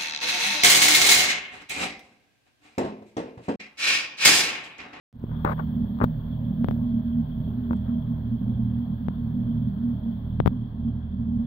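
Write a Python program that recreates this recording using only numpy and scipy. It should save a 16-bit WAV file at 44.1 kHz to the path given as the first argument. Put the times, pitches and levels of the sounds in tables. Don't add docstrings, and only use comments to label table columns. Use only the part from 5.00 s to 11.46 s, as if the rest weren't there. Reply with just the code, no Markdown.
import sys
import numpy as np
from scipy import signal
from scipy.fft import rfft, irfft, next_fast_len
from scipy.io import wavfile
from scipy.ndimage import uniform_filter1d, map_coordinates

SR = 44100
rng = np.random.default_rng(int(sys.argv[2]) if len(sys.argv) > 2 else 0)


def master_out(mix):
    frames = np.transpose(np.atleast_2d(mix))
    ceiling = np.clip(frames, -1, 1)
    pcm = np.round(ceiling * 32767).astype(np.int16)
    wavfile.write(sys.argv[1], SR, pcm)


def voltage_ratio(decibels):
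    exponent = np.asarray(decibels, float) / 20
    return 10 ** exponent


N = 284908

# time_s, level_db
GAIN_RISE = [(.128, -18), (0.149, -10.5), (.2, -5), (.25, -2), (.3, 0)]
# time_s, firings_per_s
IDLE_SPEED = [(0.2, 39.2), (1.87, 39.1), (3.16, 39.7), (3.28, 38.9), (5.01, 39.2), (5.13, 37.8),
              (5.31, 39.3), (6.46, 39.1)]
# start_s, length_s, rms_db
PIPE_CLEAR = [(0.725, 0.134, -26.5), (0.902, 0.22, -28), (1.445, 0.118, -31.5), (1.568, 0.44, -27),
              (2.044, 0.18, -27.5), (2.561, 0.045, -28.5), (2.635, 0.14, -28.5), (2.882, 0.12, -26),
              (3.084, 0.062, -27.5), (3.265, 0.026, -30), (3.316, 0.066, -26.5), (3.468, 0.069, -31),
              (3.717, 0.132, -28), (4.186, 0.037, -29), (4.244, 0.048, -29.5), (4.334, 0.31, -27),
              (4.659, 0.04, -27.5), (4.78, 0.16, -27.5), (5.008, 0.114, -26), (5.387, 0.039, -30.5),
              (5.518, 0.042, -29.5), (5.849, 0.068, -28.5), (6.192, 0.27, -29)]
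# start_s, length_s, rms_db
HULL_BOOMS = [(0.3, 0.046, -32.5), (0.448, 0.093, -34.5), (0.81, 0.08, -32), (1.019, 0.054, -31.5),
              (1.159, 0.054, -32), (1.327, 0.176, -31), (1.587, 0.039, -33.5), (1.719, 0.13, -31.5),
              (1.908, 0.094, -31), (2.354, 0.066, -31.5), (2.45, 0.064, -33), (2.571, 0.031, -33.5),
              (2.781, 0.116, -33), (3.028, 0.136, -31.5), (3.197, 0.18, -30), (3.405, 0.4, -28.5),
              (3.916, 0.072, -32), (4.012, 0.048, -35), (4.195, 0.28, -30), (4.506, 0.194, -28),
              (4.828, 0.16, -31.5), (5.236, 0.038, -35), (5.303, 0.12, -32), (5.454, 0.08, -31.5),
              (5.572, 0.074, -30), (5.82, 0.16, -30), (6.003, 0.046, -35), (6.18, 0.064, -31.5),
              (6.358, 0.048, -33)]
# start_s, length_s, rms_db
YAW_SECOND = [(0.299, 0.23, -35), (0.658, 0.25, -34.5), (1.049, 0.052, -36), (1.204, 0.151, -36),
              (1.61, 0.18, -37.5), (2.024, 0.23, -35.5), (2.445, 0.045, -35.5), (2.597, 0.42, -34),
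              (3.132, 0.185, -33.5), (3.553, 0.7, -37.5), (4.55, 0.15, -39), (4.948, 0.04, -38),
              (5.215, 0.26, -34.5), (5.771, 0.65, -34.5)]
YAW_FOURTH = [(0.297, 0.53, -32.5), (1.008, 0.82, -33.5), (2.133, 0.37, -32.5), (2.956, 0.27, -34),
              (3.885, 0.064, -32.5), (4.034, 0.33, -36), (4.454, 0.32, -34.5), (5.296, 0.21, -33.5)]
YAW_FIFTH = [(0.493, 0.03, -34.5), (0.637, 0.45, -34.5), (1.292, 0.076, -37.5), (1.477, 0.193, -31),
             (1.783, 0.43, -34.5), (2.722, 0.28, -29.5), (3.392, 0.43, -33.5), (3.87, 0.064, -29.5),
             (4.019, 0.13, -32), (4.33, 0.118, -31.5), (4.606, 0.56, -33.5), (5.295, 0.25, -34),
             (6.119, 0.076, -31.5), (6.275, 0.14, -32)]
# multiple, rms_db, drift_db
DRIFTING_LINES = [(1, -46, 3.5), (10, -65, 1.5)]
# multiple, start_s, end_s, rms_db
PASSING_LINES = [
    (14, .75, 1.85, -62),
    (16, 1.1, 3.05, -61),
    (10, 2.45, 2.8, -55),
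    (16, 4.4, 5.5, -66),
]
# freq_hz, density_db_per_hz
BURBLE_COLOUR = [(8, -79), (25, -65), (45, -62.5), (120, -58.5), (170, -62.5), (235, -50), (270, -64),
                 (310, -74.5), (420, -85), (700, -88), (1300, -105), (2000, -140)]
# time_s, strength_db
BREEZE_STRENGTH = [(0.3, -78), (0.38, -76.5), (0.49, -69.5), (0.81, -76), (1.19, -75), (1.5, -78),
                   (1.71, -72), (1.88, -78), (2.51, -76.5), (2.82, -78), (5.14, -79), (6.03, -87),
                   (6.32, -88), (6.46, -82)]
# freq_hz, density_db_per_hz
LEFT_NOISE = [(200, -85), (400, -83), (800, -84), (1050, -83), (1300, -93), (1650, -91), (2300, -109),
              (3000, -106), (4300, -102), (5200, -122), (7500, -134)]
RIGHT_NOISE = [(200, -88), (400, -85.5), (650, -81), (900, -96), (1400, -98), (1750, -96), (2300, -108),
               (3300, -101), (4300, -107), (5000, -118), (7500, -133)]
# centre_hz, width_hz, level_db
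LEFT_CAVITY = (3290, 434, 15.13)
# freq_hz, density_db_per_hz
TOP_HISS = [(6000, -140), (8500, -132), (10500, -125), (12800, -111), (15700, -107), (15850, -150)]
# peak_s, signed_push, left_ring_db, right_ring_db, snap_db
CASE_KNOCKS = [(.2406, .17, -40, -44, -75), (.2945, .03, -38, -42, -75), (.4496, -.17, -8, -16, -36),
               (.4513, .13, -30, -30, -60), (.5953, .018, -22, -29, -60), (.9885, .01, -34, -36, -55),
               (1.0037, .025, -20, -31, -58), (1.0141, .126, -11, -22, -62), (1.018, -.224, -24, -22, -65),
               (1.024, .224, -22, -24, -60), (1.0388, -.316, -24, -24, -41), (1.0417, .53, -12, -17, -35),
               (1.046, .09, -22, -26, -49), (2.7096, -.14, -21, -31, -66), (2.712, .07, -32, -34, -75),
               (2.7222, -.09, -42, -42, -75), (2.7318, -.03, -26, -24, -51), (2.7335, .04, -26, -32, -70)]
# centre_hz, width_hz, level_db
LEFT_MODES = [(620, 43, 0), (934, 253, 3.5), (1143, 220, 4.5), (1410, 200, -3)]
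RIGHT_MODES = [(580, 180, 0), (950, 300, -10), (1800, 600, -13)]
# centre_hz, width_hz, level_db
WALL_MODES = [(3600, 1300, 5), (8000, 3200, -7), (14800, 4000, 1)]
# start_s, rise_s, hold_s, body_db, fizz_db (at end of hold)
FINGER_SCRAPES = [
    (.28, .04, .12, -57, -99),
    (.445, .008, .078, -31, -66),
    (.574, .006, .055, -51, -84),
    (.587, .01, .001, -39, -77),
    (1.012, .005, .026, -34, -72),
    (1.033, .009, .003, -45, -57),
    (2.84, .045, .001, -56, -94),
]
# time_s, level_db, pitch_hz
CREAKS = [(0.926, -53, 13030), (.943, -58, 12330), (1.761, -46.5, 14400), (2.707, -68.5, 6940),
          (2.7323, -59.5, 8550), (2.768, -45, 8063), (5.4715, -43, 13630), (6.057, -56, 2500)]
# time_s, step_db, edge_db
MEMBRANE_POPS = [(1.64475, -7.1, -22), (1.68598, -6.1, -22), (1.71117, -12.2, -18), (4.0845, -9.9, -24),
                 (5.40192, .6, -30), (5.46061, .3, -23), (5.47129, -8, -20), (5.47546, -6.5, -19),
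                 (5.47632, -.4, -22)]

DROWNED_PIPE_DB, QUIET_HULL_DB, BEHIND_DB = -40, -40, -43
SWELL_S = 0.03
WASH_FOLLOWS_BREEZE = 0.34
SCRAPE_EDGE_DB, SCRAPE_SAG_DB, FIZZ_GROWTH_DB = 17, 9, 6
GAIN_STEP_S = .01


def unit(x):
    return x / np.sqrt(np.mean(x ** 2) + 1e-20)


def along(points, hz):
    f, v = np.transpose(points)
    return np.interp(np.log(hz + 1), np.log(f + 1), v)


def curve(rows):
    s, value = np.transpose(rows)
    return np.interp(np.arange(N) / SR, s, value)


def wobble(knots_per_s):
    knots = rng.standard_normal(int(N * 40 / SR) + 4)
    return map_coordinates(knots, [np.arange(N) * np.clip(knots_per_s, .1, 39) / SR])


def filtered(x, response):
    m = next_fast_len(N + SR // 2)
    return irfft(rfft(x, m) * response(np.fft.rfftfreq(m, 1 / SR)), m)[..., :N]


def peak(hz, centre_hz, width_hz):
    return 1j * hz * width_hz / (centre_hz ** 2 - hz ** 2 + 1j * hz * width_hz)


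def knee(hz, corner_hz):
    return 1 / (1 + 1.3j * hz / corner_hz - (hz / corner_hz) ** 2)


def spikes(times_s, sizes):
    return np.bincount(np.round(np.asarray(times_s) * SR).astype(int), sizes, N)[:N]


def spells(rows, rest_db):
    t = np.arange(N) / SR
    levels = []
    for start_s, length_s, db in rows:
        inside_s = np.minimum(t - start_s, start_s + length_s - t)
        levels.append((db - rest_db) * np.clip(inside_s / SWELL_S + .5, 0, 1))
    return rest_db + np.max(levels, axis=0)


def firing_line(turns, multiple, rms_db):
    wander = (.25 + .11 * multiple) * wobble(16) + rng.uniform(0, 2 * np.pi)
    return voltage_ratio(rms_db) * np.sqrt(2) * np.cos(2 * np.pi * multiple * turns + wander)


def firing_lines(turns, pipe_db, hull_db):
    t = np.arange(N) / SR
    lines = firing_line(turns, 6, pipe_db - .6 + 0.96 * wobble(12))
    lines += firing_line(turns, 3, hull_db - .7 + 1.5 * wobble(15))
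    for multiple, rows in [(2, YAW_SECOND), (4, YAW_FOURTH), (5, YAW_FIFTH)]:
        lines += firing_line(turns, multiple, spells(rows, BEHIND_DB) - .8 + 1.5 * wobble(8.1))
    for multiple, db, drift_db in DRIFTING_LINES:
        lines += firing_line(turns, round(multiple), db + drift_db * wobble(5.0))
    for multiple, start_s, end_s, db in PASSING_LINES:
        fade = np.clip(np.minimum(t - start_s, end_s - t) / 0.032, 0, 1)
        lines += fade * firing_line(turns, round(multiple), db + 4.3 * wobble(7))
    return lines


def exhaust_burble(turns, pipe_db, hull_db):
    puff = 0.95 + np.exp(-4.5 * (turns % 1))
    gulp = (voltage_ratio(pipe_db) + voltage_ratio(hull_db) + voltage_ratio(-27.5)) ** .8 * voltage_ratio(1.7 * wobble(6))
    noise = unit(puff * gulp * rng.standard_normal(N))
    return filtered(noise, lambda hz: voltage_ratio(along(BURBLE_COLOUR, hz)) * np.sqrt(SR / 2))


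def engine():
    turns = np.cumsum(curve(IDLE_SPEED)) / SR
    pipe_db = spells(PIPE_CLEAR, DROWNED_PIPE_DB)
    hull_db = spells(HULL_BOOMS, QUIET_HULL_DB)
    sound = firing_lines(turns, pipe_db, hull_db) + exhaust_burble(turns, pipe_db, hull_db)

    def ports(hz):
        half_lag_rad = .06 + np.pi * hz * .00017
        return voltage_ratio([[-1.3], [1.2]]) * np.exp(np.array([[1j], [-1j]]) * half_lag_rad)

    return filtered(sound, ports)


def river():
    breeze_db = curve(BREEZE_STRENGTH)
    breeze_db = breeze_db - breeze_db.mean()
    z = signal.stft(rng.standard_normal((4, N)), nperseg=512)[2]
    patches = uniform_filter1d(rng.standard_normal(z.shape), 8, axis=1)
    patches = uniform_filter1d(patches, 10, axis=2)
    noise = signal.istft(z * voltage_ratio(1.7 * unit(patches)), nperseg=512)[1][:, :N] * np.sqrt(SR / 2)
    ring_hz, width_hz, ring_db = LEFT_CAVITY

    def ports(hz):
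        cavity = abs(1 + voltage_ratio(ring_db) * peak(hz, ring_hz, width_hz) ** 2)
        return [voltage_ratio(along(LEFT_NOISE, hz)) * cavity, voltage_ratio(along(RIGHT_NOISE, hz))]

    wash = voltage_ratio(WASH_FOLLOWS_BREEZE * breeze_db) * filtered(noise[:2], ports)
    return wash + voltage_ratio(breeze_db) * filtered(noise[2:], lambda hz: voltage_ratio(along(TOP_HISS, hz)))


def case(hz, modes):
    ring = sum(voltage_ratio(db) * peak(hz, c, w) for c, w, db in modes)
    return ring * knee(hz, 2400) / (1 + 1j * hz / 1600) ** 2 * 1.5


def thin_wall(hz):
    return sum(voltage_ratio(db) * peak(hz, c, w) ** 2 for c, w, db in WALL_MODES)


def struck(times_s, sizes, response):
    one = irfft(response(np.fft.rfftfreq(4096, 1 / SR)))
    return np.roll(filtered(spikes(times_s, sizes), response), -np.argmax(one)) / np.max(one)


def knocks():
    s, push, left_db, right_db, snap_db = np.transpose(CASE_KNOCKS)
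    sign = np.sign(push)
    thud = struck(s, push, lambda hz: peak(hz, 130, 300) * knee(hz, 440) ** 2)
    left = struck(s, sign * voltage_ratio(left_db), lambda hz: case(hz, LEFT_MODES) * knee(hz, 1500))
    right = struck(s, sign * voltage_ratio(right_db), lambda hz: case(hz, RIGHT_MODES))
    snap = struck(s, voltage_ratio(snap_db + 7.5), thin_wall)
    return np.array([thud + snap + left, np.roll(.85 * thud + .9 * snap + right, 14)])


def strokes():
    s, rise_s, hold_s, body_db, fizz_db = np.transpose(FINGER_SCRAPES)[..., None]
    u = np.arange(N) / SR - s - rise_s
    edge_db = -SCRAPE_EDGE_DB * np.clip(np.maximum(-u, u - hold_s), 0, None) / rise_s
    done = np.clip(u / hold_s, 0, 1)
    on, long = u > -rise_s, hold_s > rise_s
    body = on * voltage_ratio(body_db + edge_db - long * SCRAPE_SAG_DB * done)
    fizz = on * voltage_ratio(fizz_db + edge_db - long * FIZZ_GROWTH_DB * (1 - done))
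    return body.sum(0), fizz.sum(0)


def scrapes():
    body, fizz = strokes()
    slips = rng.standard_normal((5, N))
    lumps = voltage_ratio(2.6 * map_coordinates(rng.standard_normal(N // 128 + 4), [np.arange(N) / 128]))
    right_slips = 0.48 * np.roll(slips[0], 12) + 0.62 * slips[1]
    rub = body * lumps * [voltage_ratio(18.5) * slips[0], voltage_ratio(22.5) * right_slips]
    rub = filtered(rub, lambda hz: [case(hz, LEFT_MODES) * knee(hz, 2200),
                                    case(hz, RIGHT_MODES) / (1 + 1j * hz / 1500)])
    shove = filtered(voltage_ratio(14.5) * body * slips[2], lambda hz: peak(hz, 120, 220) * knee(hz, 260))
    return rub + shove + filtered(voltage_ratio(14.5) * fizz * slips[3:], thin_wall)


def creaks():
    out, t = np.zeros((2, N + 512)), np.arange(512) / SR
    for s, db, hz in CREAKS:
        envelope = voltage_ratio(db - 60 * t / 0.0065) * (1 - np.exp(-t / .0004))
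        burst = rng.standard_normal((2, 512)) * envelope * [[1], [.6]]
        band_hz = [.85 * hz, min(1.15 * hz, 15800)]
        sos = signal.butter(2, band_hz, "band", fs=SR, output="sos")
        out[:, round(s * SR):][:, :512] += signal.sosfilt(sos, burst)
    return out[:, :N]


def pops():
    s, db, edge_db = np.transpose(MEMBRANE_POPS)

    def leak(hz):
        return SR / (2 * np.pi * 128) * peak(hz, 97, 128) * knee(hz, 1800) / (1 + 1j * hz / 1640)

    def cavity(hz):
        return 1 + 1.7 * peak(hz, 3450, 1200) ** 2

    def edge(hz):
        return 1.3 * peak(hz, 14500, 9000) ** 2 + 1.1 * peak(hz, 5000, 3000) ** 2

    step = filtered(spikes(s, voltage_ratio(db)), lambda hz: leak(hz) * cavity(hz))
    return (step + filtered(spikes(s, voltage_ratio(db + edge_db)), edge)) * [[1], [0]]


def scene():
    return engine() + river() + knocks() + scrapes() + creaks() + pops()


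def band_limit(x):
    return signal.sosfilt(signal.butter(12, 16860, fs=SR, output="sos"), x)


def record(dry):
    t = np.arange(N) / SR
    s, db = np.transpose(GAIN_RISE)
    step_s = s[0] + np.floor((t - s[0]) / GAIN_STEP_S) * GAIN_STEP_S
    gain = voltage_ratio(np.interp(step_s, s, db)) * (t >= s[0])
    mix = filtered(dry * gain, lambda hz: np.clip((16800 - hz) / 900, 0, 1))
    return band_limit(mix)


dry = scene()
out = record(dry)
master_out(out)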